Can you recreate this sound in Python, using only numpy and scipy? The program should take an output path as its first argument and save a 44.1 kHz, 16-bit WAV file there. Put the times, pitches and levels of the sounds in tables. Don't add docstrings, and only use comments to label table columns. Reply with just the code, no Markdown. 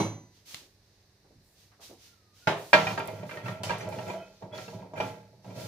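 import sys
import numpy as np
from scipy import signal
from scipy.fft import rfft, irfft, next_fast_len
from scipy.io import wavfile
from scipy.ndimage import uniform_filter1d

SR = 44100
rng = np.random.default_rng(int(sys.argv[2]) if len(sys.argv) > 2 else 0)


def wav_out(sig):
    wavfile.write(sys.argv[1], SR, np.round(np.clip(np.atleast_2d(sig).T, -1, 1) * 32767).astype(np.int16))


N = 250047

# frequency_hz, level_db
AIR_SPECTRUM = [(15, -49), (25, -8.5), (111, -1), (249, -16), (394, -10.5), (1400, -24), (1740, -18.5),
                (3250, -26), (4030, -16.5), (5880, -20), (7310, -29.5), (14400, -31.5), (16000, -43.5)]
AIR_DB = -65.5
# frequency_hz, level_db (rms)
HUM = [(100, -74), (199, -79.5), (298, -83.5)]
# frequency_hz, correlation (0-1)
STEREO_CORRELATION = [(100, 1), (300, 0.97), (700, 0.74), (1400, 0.3), (2800, 0.22), (5000, 0), (15000, 0)]

# start_s, boom_db, body_db, clang_db, crack_db, rattle_s, tail_db (over the rattle),
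# ring_db (clear modes over the crowd of weak ones), left_over_right_db
KNOCKS = [(0.0, -27.5, -26.5, -34, -37.5, 0.0067, 0, 4, -1.8),
          (2.4711, -29.5, -23, -24.5, -38, 0.01, 0.5, 2, -1.5),
          (2.7304, -30.5, -14.5, -12, -27, 0.021, -2.5, 6, -2)]
# frequency_hz, relative_level_db, t60_s
PIPE_MODES = [(108.5, 3.5, 0.51), (161.7, 5, 0.43), (197.4, 5, 0.36), (323, 4, 0.26), (402.3, 4.5, 0.16),
              (554.6, -8.5, 0.44), (830, 3, 0.14), (927, -2, 0.22), (986, -17.5, 0.66), (1112, 12.5, 0.061),
              (1990, -18.5, 0.89), (2170, -0.5, 0.31), (2234, -1.5, 0.33), (4030, -2, 0.39),
              (4640, -29, 0.83), (5092, -22, 0.36), (6110, 2, 0.54), (5950, -9, 0.26), (6805, -10, 0.48),
              (9350, -9.5, 0.31), (10707, -17.5, 0.38), (11423, -19, 0.45)]
# frequency_hz, relative_level_db, t60_s
BED_MODES = [(102, -1.5, 0.35), (156.7, 8.5, 0.39), (194.2, -3, 0.44), (324, -8, 0.35), (406, -4.5, 0.51),
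             (549, -6, 0.42), (620, 2, 0.39), (668, 0.5, 0.41), (859, 5.5, 0.24), (1425, 0, 0.08),
             (1420, 0.5, .15), (1572, -3, .2), (1750, -4.5, 0.23), (1824, -11, 0.42), (1990, -5, 0.2),
             (2196, -7, 0.18), (2541, -13, .22), (3100, -16.5, 0.28), (3900, -18, 0.35),
             (4124, -19.5, 0.15), (4260, -18.5, 0.2), (5080, -18, 0.15), (5740, -18, 0.18)]
# frequency_hz, relative_level_db, t60_s
VISE_MODES = [(106.4, -17.5, 0.82), (156.8, -9, 0.81), (193, -5, 0.84), (273, -17.5, 0.5),
              (400.5, -23.5, .4), (464, -14, 0.72), (602.7, 2, 0.2), (634.7, 0.5, 0.42), (755, -7, .3),
              (854, -12, 0.54), (906, -4, 0.23), (958, -0.5, 0.26), (1226, -11.5, 0.14),
              (1308, -14.5, 0.17), (1358, -6, 0.402), (1623, 1.5, 0.13), (1866, -6, 0.19), (2110, -9, .22),
              (2384, 2.5, 0.18), (2668, -9, 0.08), (2777, -11.5, 0.092), (2990, -21, 0.28),
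              (3170, -17, 0.14), (3520, -21, 0.27), (3680, -14.5, 0.14), (4050, -21, 0.27),
              (4350, -12.5, .22), (4670, -18.5, 0.16), (4860, -18, 0.29), (5730, -28, 0.25),
              (5650, -20, .12), (6030, -30, 0.21), (6900, -27, .25)]
# frequency_hz, level_db (per Hz)
CROWD_SPECTRUM = [(40, -33.5), (75, -22.5), (105, 2.5), (200, -4.5), (260, -3.5), (400, -0.5), (700, 3),
                  (1500, -9), (2600, -11.5), (4200, -11), (6300, -13.5), (8000, -23), (11000, -25),
                  (16000, -34.5)]
# frequency_hz, t60_s
CROWD_T60 = [(100, 0.55), (500, 0.42), (2000, 0.38), (7000, 0.35)]
REGISTERS_HZ = [70, 300, 1100, 3200, 17000]

# start_s, length_s, swish_db, hiss_over_swish_db
SLIDES = [(0.316, 0.059, -63.5, -9), (0.448, 0.1, -49.5, -4), (0.796, 0.23, -74, -31),
          (1.414, 0.13, -83, 12), (1.542, 0.095, -63.5, -4.5), (1.799, 0.041, -49, -4),
          (1.975, 0.096, -57.5, -6), (2.327, 0.16, -61.5, -5.5), (2.547, 0.19, -56.5, -0.5),
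          (2.735, 0.19, -46.5, -7), (3.005, 0.2, -61, -5), (3.243, 0.12, -57.5, -3.5),
          (3.425, 0.074, -54, -4.5), (3.637, 0.19, -54, -12), (3.887, 0.25, -56, -5.5),
          (4.183, 0.24, -67, -11), (4.523, 0.12, -52, -7.5), (4.657, 0.089, -59.5, -6),
          (4.947, 0.14, -55, -4.5), (5.416, 0.27, -63, -6), (5.542, 0.17, -51, -3.5)]
SLIDE_ATTACK_S, SLIDE_T60_S = 0.068, 0.43
# frequency_hz, level_db
SWISH_SPECTRUM = [(1200, -12), (2000, -8), (3000, -4.5), (4200, -2), (6400, -3), (7500, -15.5),
                  (10000, -32)]
# frequency_hz, level_db
HISS_SPECTRUM = [(5000, -28.5), (7000, 2), (8500, 0.5), (12000, 0.5), (15000, -2), (17000, -5)]
# frequency_hz, width_hz, relative_level_db
JINGLE_MODES = [(3668, 50, 3), (4120, 42, 1), (4340, 110, 0.5), (4980, 50, -2.5), (5380, 45, -1),
                (5760, 33, -4.5), (6640, 54, -7.5), (6900, 76, -2)]
# start_s, level_db (reached again at length_s), centre_hz, length_s
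PATS = [(0.539, -61.5, 218, 0.025), (0.582, -65.5, 395, .06), (1.242, -65.5, 550, .025),
        (1.296, -63.5, 344, 0.03), (1.344, -61, 132, 0.047), (1.711, -66, 1200, 0.031),
        (1.787, -61.5, 656, 0.037), (1.89, -53.5, 387, .045)]
# start_s, level_db (at onset), brightest_hz, splash_over_snap_db
TICKS = [(0.5448, -30, 3760, -18), (2.484, -43, 6950, -10), (2.994, -42.5, 12000, -21),
         (3.056, -48, 9000, -17), (3.075, -35.5, 11900, -22), (3.634, -38.5, 5100, 0.5),
         (3.696, -52, 4400, -12), (3.784, -52, 9100, -3.5), (3.889, -45.5, 9100, -11.5),
         (4.078, -54, 6900, -3.5)]
# time_s, pitch_hz, level_db (peak, before flutter)
WHISTLE = [(2.04, 1430, -87), (2.13, 1400, -69), (2.22, 1270, -79), (2.33, 1200, -73), (2.39, 1330, -76),
           (2.42, 1440, -64), (2.47, 1430, -70), (2.5, 1430, -130)]

# start_s, length_s, grinding_db, boom_over_grinding_db,
# rasp_over_grinding_db
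PUSHES = [(2.793, 0.16, -43.5, 3, -9), (3.03, 0.2, -45.5, -1, -10.5), (3.293, 0.1, -46.5, -10, -3.5),
          (3.432, .06, -40.5, 2, -5.5), (3.57, 0.11, -46, -3, -16), (3.65, 0.015, -41, 2.5, 0),
          (3.786, 0.24, -40.5, -1, -11.5), (4.047, 0.055, -38.5, -7, -9), (4.405, 0.034, -47, -2.5, -18.5),
          (4.51, .08, -43.5, -1, -6.5), (4.697, 0.13, -48.5, 2.5, -14), (4.95, 0.072, -38.5, -2, -6),
          (5.298, 0.065, -63, 6, -28.5), (5.44, 0.15, -48, 0.5, -15.5), (5.54, 0.16, -43.5, 0.5, -11)]
PUSH_ATTACK_S, PUSH_T60_S, RASP_T60_S = 0.045, 0.56, 0.54
# frequency_hz, width_hz, relative_level_db
BOOM_MODES = [(107.7, 13, 3), (127.6, 7.4, -0.5), (152, 5.4, -0.5), (187.2, 9.6, 2), (264, 56, -13)]
# frequency_hz, width_hz, relative_level_db
GRIND_MODES = [(314, 48, -10), (365, 45, -2.5), (398, 31, -1), (432.5, 37, -5), (507.4, 18, 0),
               (548, 23, -3), (633, 37, 3), (743, 46, -18.5), (837, 16.4, -2.5), (976, 32, -7),
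               (1028, 93, -20)]
# frequency_hz, width_hz, relative_level_db
RASP_MODES = [(1220, 33, -19), (1355, 37, 6), (1623, 39, 1.5), (1896, 91, -3.5), (2050, 146, -2),
              (2353, 120, -2), (2603, 63, -2.5), (3050, 85, -6), (3375, 64, -6)]

# start_s, leading_note_hz (before detuning), level_db,
# hardness_db (treble over body)
CLANKS = [(2.868, 2400, -32.5, 2.5), (2.905, 2420, -39, -3.5), (2.976, 910, -31.5, -3.5),
          (2.998, 1330, -41.5, 4.5), (3.080, 640, -38.5, -7), (3.23, 980, -41, -15), (3.292, 1680, -55, 10),
          (3.31, 2400, -51, 8.5), (3.371, 1610, -42.5, -1), (3.458, 1330, -47.5, 5.5),
          (3.481, 1630, -39.5, 0), (3.634, 3000, -40.5, 0.5), (3.694, 2640, -35, -0.5),
          (3.703, 1447, -31.5, -1), (3.806, 1630, -44, -0.5), (3.924, 1365, -41, -7.5),
          (3.986, 810, -38.5, -7.5), (4.1, 2380, -38, -5.5), (4.422, 1004, -44, -18),
          (4.531, 3300, -48.5, -13), (4.582, 625, -48, 1), (4.679, 936, -45, -6), (4.826, 680, -48, -21),
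          (4.935, 960, -40.5, -19.5), (4.974, 2400, -46, 0), (5.001, 950, -29.5, -4.5),
          (5.444, 700, -54, -10.5), (5.505, 820, -49, -11)]
CLANK_BOOM_DB, BOOM_FOLLOWS = -24, 0.62
CLANK_CRACK_DB, CRACK_FOLLOWS = -16, 0.47
# start_s, pitch_hz (mean), level_db (decay traced back to the start),
# swell_s, t60_s
SQUEAKS = [(3.804, 6020, -45, .004, 0.13), (4.076, 6900, -54, .006, 0.22), (4.125, 664, -21, 0.035, 0.22),
           (4.19, 1380, -48.5, 0.027, 0.34), (4.21, 2550, -49.5, 0.013, 0.31),
           (4.16, 3100, -53.5, 0.019, 0.43), (4.522, 3335, -43, 0.0074, 0.27)]

CUTOFF_HZ = 15500


def from_db(db):
    return 10 ** (np.asarray(db) / 20)


def rms(x):
    return np.sqrt(np.mean(x ** 2) + 1e-20)


def in_time(rows):
    s, *columns = np.transpose(rows)
    return [np.interp(np.arange(N) / SR, s, column) for column in columns]


def at_hz(points, hz):
    table_hz, values = np.array(points).T[:2]
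    return np.interp(np.log(hz + 1e-9), np.log(table_hz), values)


def band(x, low, high):
    sections = signal.butter(3, [low, min(high, .49 * SR)], "band", fs=SR, output="sos")
    return signal.sosfilt(sections, x)


def add(out, s, sound):
    at = max(0, round(s * SR))
    out[:, at:at + sound.shape[1]] += sound[:, :N - at]


def pan(db):
    return from_db(np.array([[db], [-db]]) / 2)


def correlate(mid, side, alike):
    return np.sqrt(1 + alike) * mid + np.sqrt(1 - alike) * side * [[1], [-1]]


def noise(spectrum, size=N):
    padded = next_fast_len(size)
    hz = np.fft.rfftfreq(padded, 1 / SR)
    mid, side = rfft(rng.standard_normal((2, padded)))
    alike = np.clip(at_hz(STEREO_CORRELATION, hz), 0, 1)
    both = correlate(mid, side, alike)
    x = irfft(both * from_db(at_hz(spectrum, hz)), padded)[:, :size]
    return x / rms(x)


def friction(resonances, slips_per_s, drag_db):
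    slips = (rng.random((2, N)) < slips_per_s / SR) * rng.standard_normal((2, N))
    force = slips / rms(slips) + from_db(drag_db) * rng.standard_normal((2, N))
    out = 0
    for k, (hz, width, db) in enumerate(resonances):
        radius = np.exp(-np.pi * width / SR)
        gain = (-1) ** k * from_db(db) * (1 - radius * radius) / 2
        poles = [1, -2 * radius * np.cos(2 * np.pi * hz / SR), radius * radius]
        out = out + signal.lfilter([gain, 0, -gain], poles, force)
    low, high = resonances[0][0], resonances[-1][0]
    mid, side = band(out, low * 0.82, high * 1.13)
    alike = np.clip(at_hz(STEREO_CORRELATION, np.sqrt(low * high)), 0, 1)
    out = correlate(mid, side, alike)
    return out / rms(out)


def stroke(s, length_s, attack_s, t60):
    t = np.arange(N) / SR - s
    swell = np.sin(np.pi / 2 * np.clip(t / attack_s, 0, 1))
    return swell * from_db(-60 * np.clip((t - length_s) / t60, 0, 2))


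def blows(modes, levels_db, notes_hz, rattle_s, tail_db, ring_db, vary_db, note_db=0, rise_s=.001):
    count, early = len(levels_db), slice(0, SR // 40)
    t = np.arange(SR // 2, dtype=np.float32) / SR
    contact = np.exp(-np.minimum(t / max(rattle_s, 1e-3), 2.5) ** 4)
    onset = 1 - np.exp(-t / rise_s)

    def fade(t60):
        tail = float(from_db(tail_db)) * np.exp(-np.log(1000) * t / t60)
        return (onset * (contact + tail * (1 - contact))).astype(np.float32)

    def unit(x):
        return x / np.sqrt(np.mean(x[..., early] ** 2, axis=(1, 2), keepdims=True) + 1e-20)

    hz, db, t60 = np.transpose(modes).astype(np.float32)
    angle, decay = np.float32(2 * np.pi) * hz[:, None] * t, fade(t60[:, None])
    sines, cosines = np.sin(angle) * decay, np.cos(angle) * decay
    favoured = np.exp(-np.log(hz / np.array(notes_hz)[:, None]) ** 2 / .04 ** 2)
    scatter_db = vary_db * rng.standard_normal((count, len(hz)))
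    strength = from_db(db + note_db * favoured + scatter_db)[:, None]
    alike = np.clip(at_hz(STEREO_CORRELATION, hz), 0, 1)
    spread = np.arccos(alike) / 2 * (-1) ** np.arange(len(hz))
    phase = 2 * np.pi * rng.random((count, 1, len(hz))) + spread * np.array([[1], [-1]])
    sine_parts = (strength * np.cos(phase)).astype(np.float32).reshape(2 * count, -1)
    cosine_parts = (strength * np.sin(phase)).astype(np.float32).reshape(2 * count, -1)

    grain = noise(CROWD_SPECTRUM, size=SR)
    starts = rng.integers(0, SR // 2, count)
    out = 0
    for low, high, level_db in zip(REGISTERS_HZ, REGISTERS_HZ[1:], np.transpose(levels_db)):
        own = (hz >= low) & (hz < high)
        ring = sine_parts[:, own] @ sines[own] + cosine_parts[:, own] @ cosines[own]
        ring = ring.reshape(count, 2, -1)
        part = band(grain, low, high).astype(np.float32)
        crowd = np.array([part[:, i:i + len(t)] for i in starts])
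        crowd = crowd * fade(at_hz(CROWD_T60, np.sqrt(low * high)))
        register = unit(float(from_db(ring_db)) * unit(ring) + unit(crowd))
        out = out + from_db(level_db).astype(np.float32)[:, None, None] * register
    return out


def workshop():
    t = np.arange(N) / SR
    hum = 0
    for hz, db in HUM:
        hum = hum + from_db(db) * np.sqrt(2) * np.sin(2 * np.pi * (hz * t + rng.random()))
    return hum + from_db(AIR_DB) * noise(AIR_SPECTRUM)


def pipe():
    out = np.zeros((2, N))
    for modes, knock in zip((PIPE_MODES, BED_MODES, VISE_MODES), KNOCKS):
        s, *levels_db, rattle_s, tail_db, ring_db, pan_db = knock
        sounds = blows(modes, [levels_db], [1], rattle_s, tail_db, ring_db, vary_db=0.5, rise_s=0.00098)
        add(out, s, pan(pan_db) * sounds[0])
    return out


def rubbing(jingle_db=-6.5):
    swish = hiss = 0
    for s, length_s, db, hiss_db in SLIDES:
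        slide = from_db(db) * stroke(s, length_s, SLIDE_ATTACK_S, SLIDE_T60_S)
        swish = np.hypot(swish, slide)
        hiss = np.hypot(hiss, from_db(hiss_db) * slide)
    in_vise = np.arange(N) / SR > KNOCKS[-1][0]
    jingle = from_db(jingle_db) * in_vise * friction(JINGLE_MODES, slips_per_s=65, drag_db=-5.5)
    return swish * (noise(SWISH_SPECTRUM) + jingle) + hiss * noise(HISS_SPECTRUM)


def pats():
    out, t = np.zeros((2, N)), np.arange(SR // 3) / SR
    for s, db, hz, length_s in PATS:
        colour = [(hz / 8, -24), (hz / 2, -3), (hz, 0), (hz * 2, -9), (hz * 4, -28), (hz * 8, -55)]
        envelope = t / length_s * np.exp(2 - 2 * t / length_s)
        add(out, s, from_db(db) * envelope * noise(colour, size=len(t)))
    return out


def ticks(decay_s=0.0015, echo_s=0.062):
    out, t = np.zeros((2, N)), np.arange(SR // 8) / SR
    for s, db, hz, splash_db in TICKS:
        colour = [(hz / 10, -14), (hz / 2, -5), (hz, 0), (hz * 2, -11), (hz * 4, -26)]
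        envelope = np.exp(-t / decay_s) + from_db(splash_db) * np.exp(-t / echo_s)
        add(out, s, from_db(db) * noise(colour, size=len(t)) * envelope)
    return out


def whistle(width_hz=40, flutter_share=.7):
    hz, db = in_time(WHISTLE)
    slow = signal.butter(2, width_hz, fs=SR, output="sos")
    flutter = signal.sosfilt(slow, rng.standard_normal((2, N)))
    swung = np.arange(N) / SR > WHISTLE[0][0]
    envelope = swung * from_db(db) * (1 + flutter_share * flutter / rms(flutter))
    return envelope * np.sin(2 * np.pi * np.cumsum(hz) / SR)


def screw():
    boom = grind = rasp = 0
    for s, length_s, db, boom_db, rasp_db in PUSHES:
        push = from_db(db) * stroke(s, length_s, PUSH_ATTACK_S, PUSH_T60_S)
        rasping = from_db(db + rasp_db) * stroke(s, length_s, PUSH_ATTACK_S, RASP_T60_S)
        grind = np.hypot(grind, push)
        boom = np.hypot(boom, from_db(boom_db) * push)
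        rasp = np.hypot(rasp, rasping)
    return (boom * friction(BOOM_MODES, slips_per_s=75, drag_db=-2)
            + grind * friction(GRIND_MODES, slips_per_s=220, drag_db=-6)
            + rasp * friction(RASP_MODES, slips_per_s=540, drag_db=-2.5))


def handle(evenness=0.33, detune=0.0182):
    out = np.zeros((2, N))
    times, notes_hz, body_db, hardness_db = np.transpose(CLANKS)
    boom_db = CLANK_BOOM_DB + BOOM_FOLLOWS * body_db
    clang_db = body_db + hardness_db
    crack_db = body_db + CLANK_CRACK_DB + CRACK_FOLLOWS * hardness_db
    levels_db = np.transpose([boom_db, body_db, clang_db, crack_db])
    modes = [(hz, mode_db * (1 - evenness), t60) for hz, mode_db, t60 in VISE_MODES]
    sounds = blows(modes, levels_db, notes_hz, rattle_s=0.011, tail_db=-2.0, ring_db=4.0,
                   vary_db=8.0, note_db=11.5, rise_s=0.00072)
    steps = np.arange(sounds.shape[2])
    for s, sound, shift in zip(times, sounds, rng.uniform(-0.995, 1, len(times))):
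        read_at = steps * (1 + detune * shift)
        add(out, s, np.array([np.interp(read_at, steps, side, right=0) for side in sound]))
    return out


def squeaks(wander_hz=24.2):
    out, t = np.zeros((2, N)), np.arange(SR // 2) / SR
    for s, hz, db, swell_s, t60 in SQUEAKS:
        envelope = (1 - np.exp(-(t / swell_s) ** 2)) * from_db(db - 60 * t / t60)
        wander = uniform_filter1d(rng.standard_normal(len(t)), size=300)
        pitch_hz = hz + wander_hz * np.sqrt(hz / 1000) * wander / rms(wander)
        cycles = np.cumsum(pitch_hz) / SR
        add(out, s, envelope * np.sin(2 * np.pi * cycles + rng.uniform(0, 1, (2, 1))))
    return out


def scene(vise_pan_db=-1.9):
    around_vise = (workshop() + rubbing() + pats() + ticks() + whistle()
                   + screw() + handle() + squeaks())
    return pipe() + pan(vise_pan_db) * around_vise


def record(dry, ceiling=0.86):
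    rounded = ceiling * np.tanh(dry / ceiling)
    top_cut = signal.ellip(10, .2, 80, CUTOFF_HZ, fs=SR, output="sos")
    return signal.sosfilt(top_cut, rounded)


dry = scene()
out = record(dry)
wav_out(out)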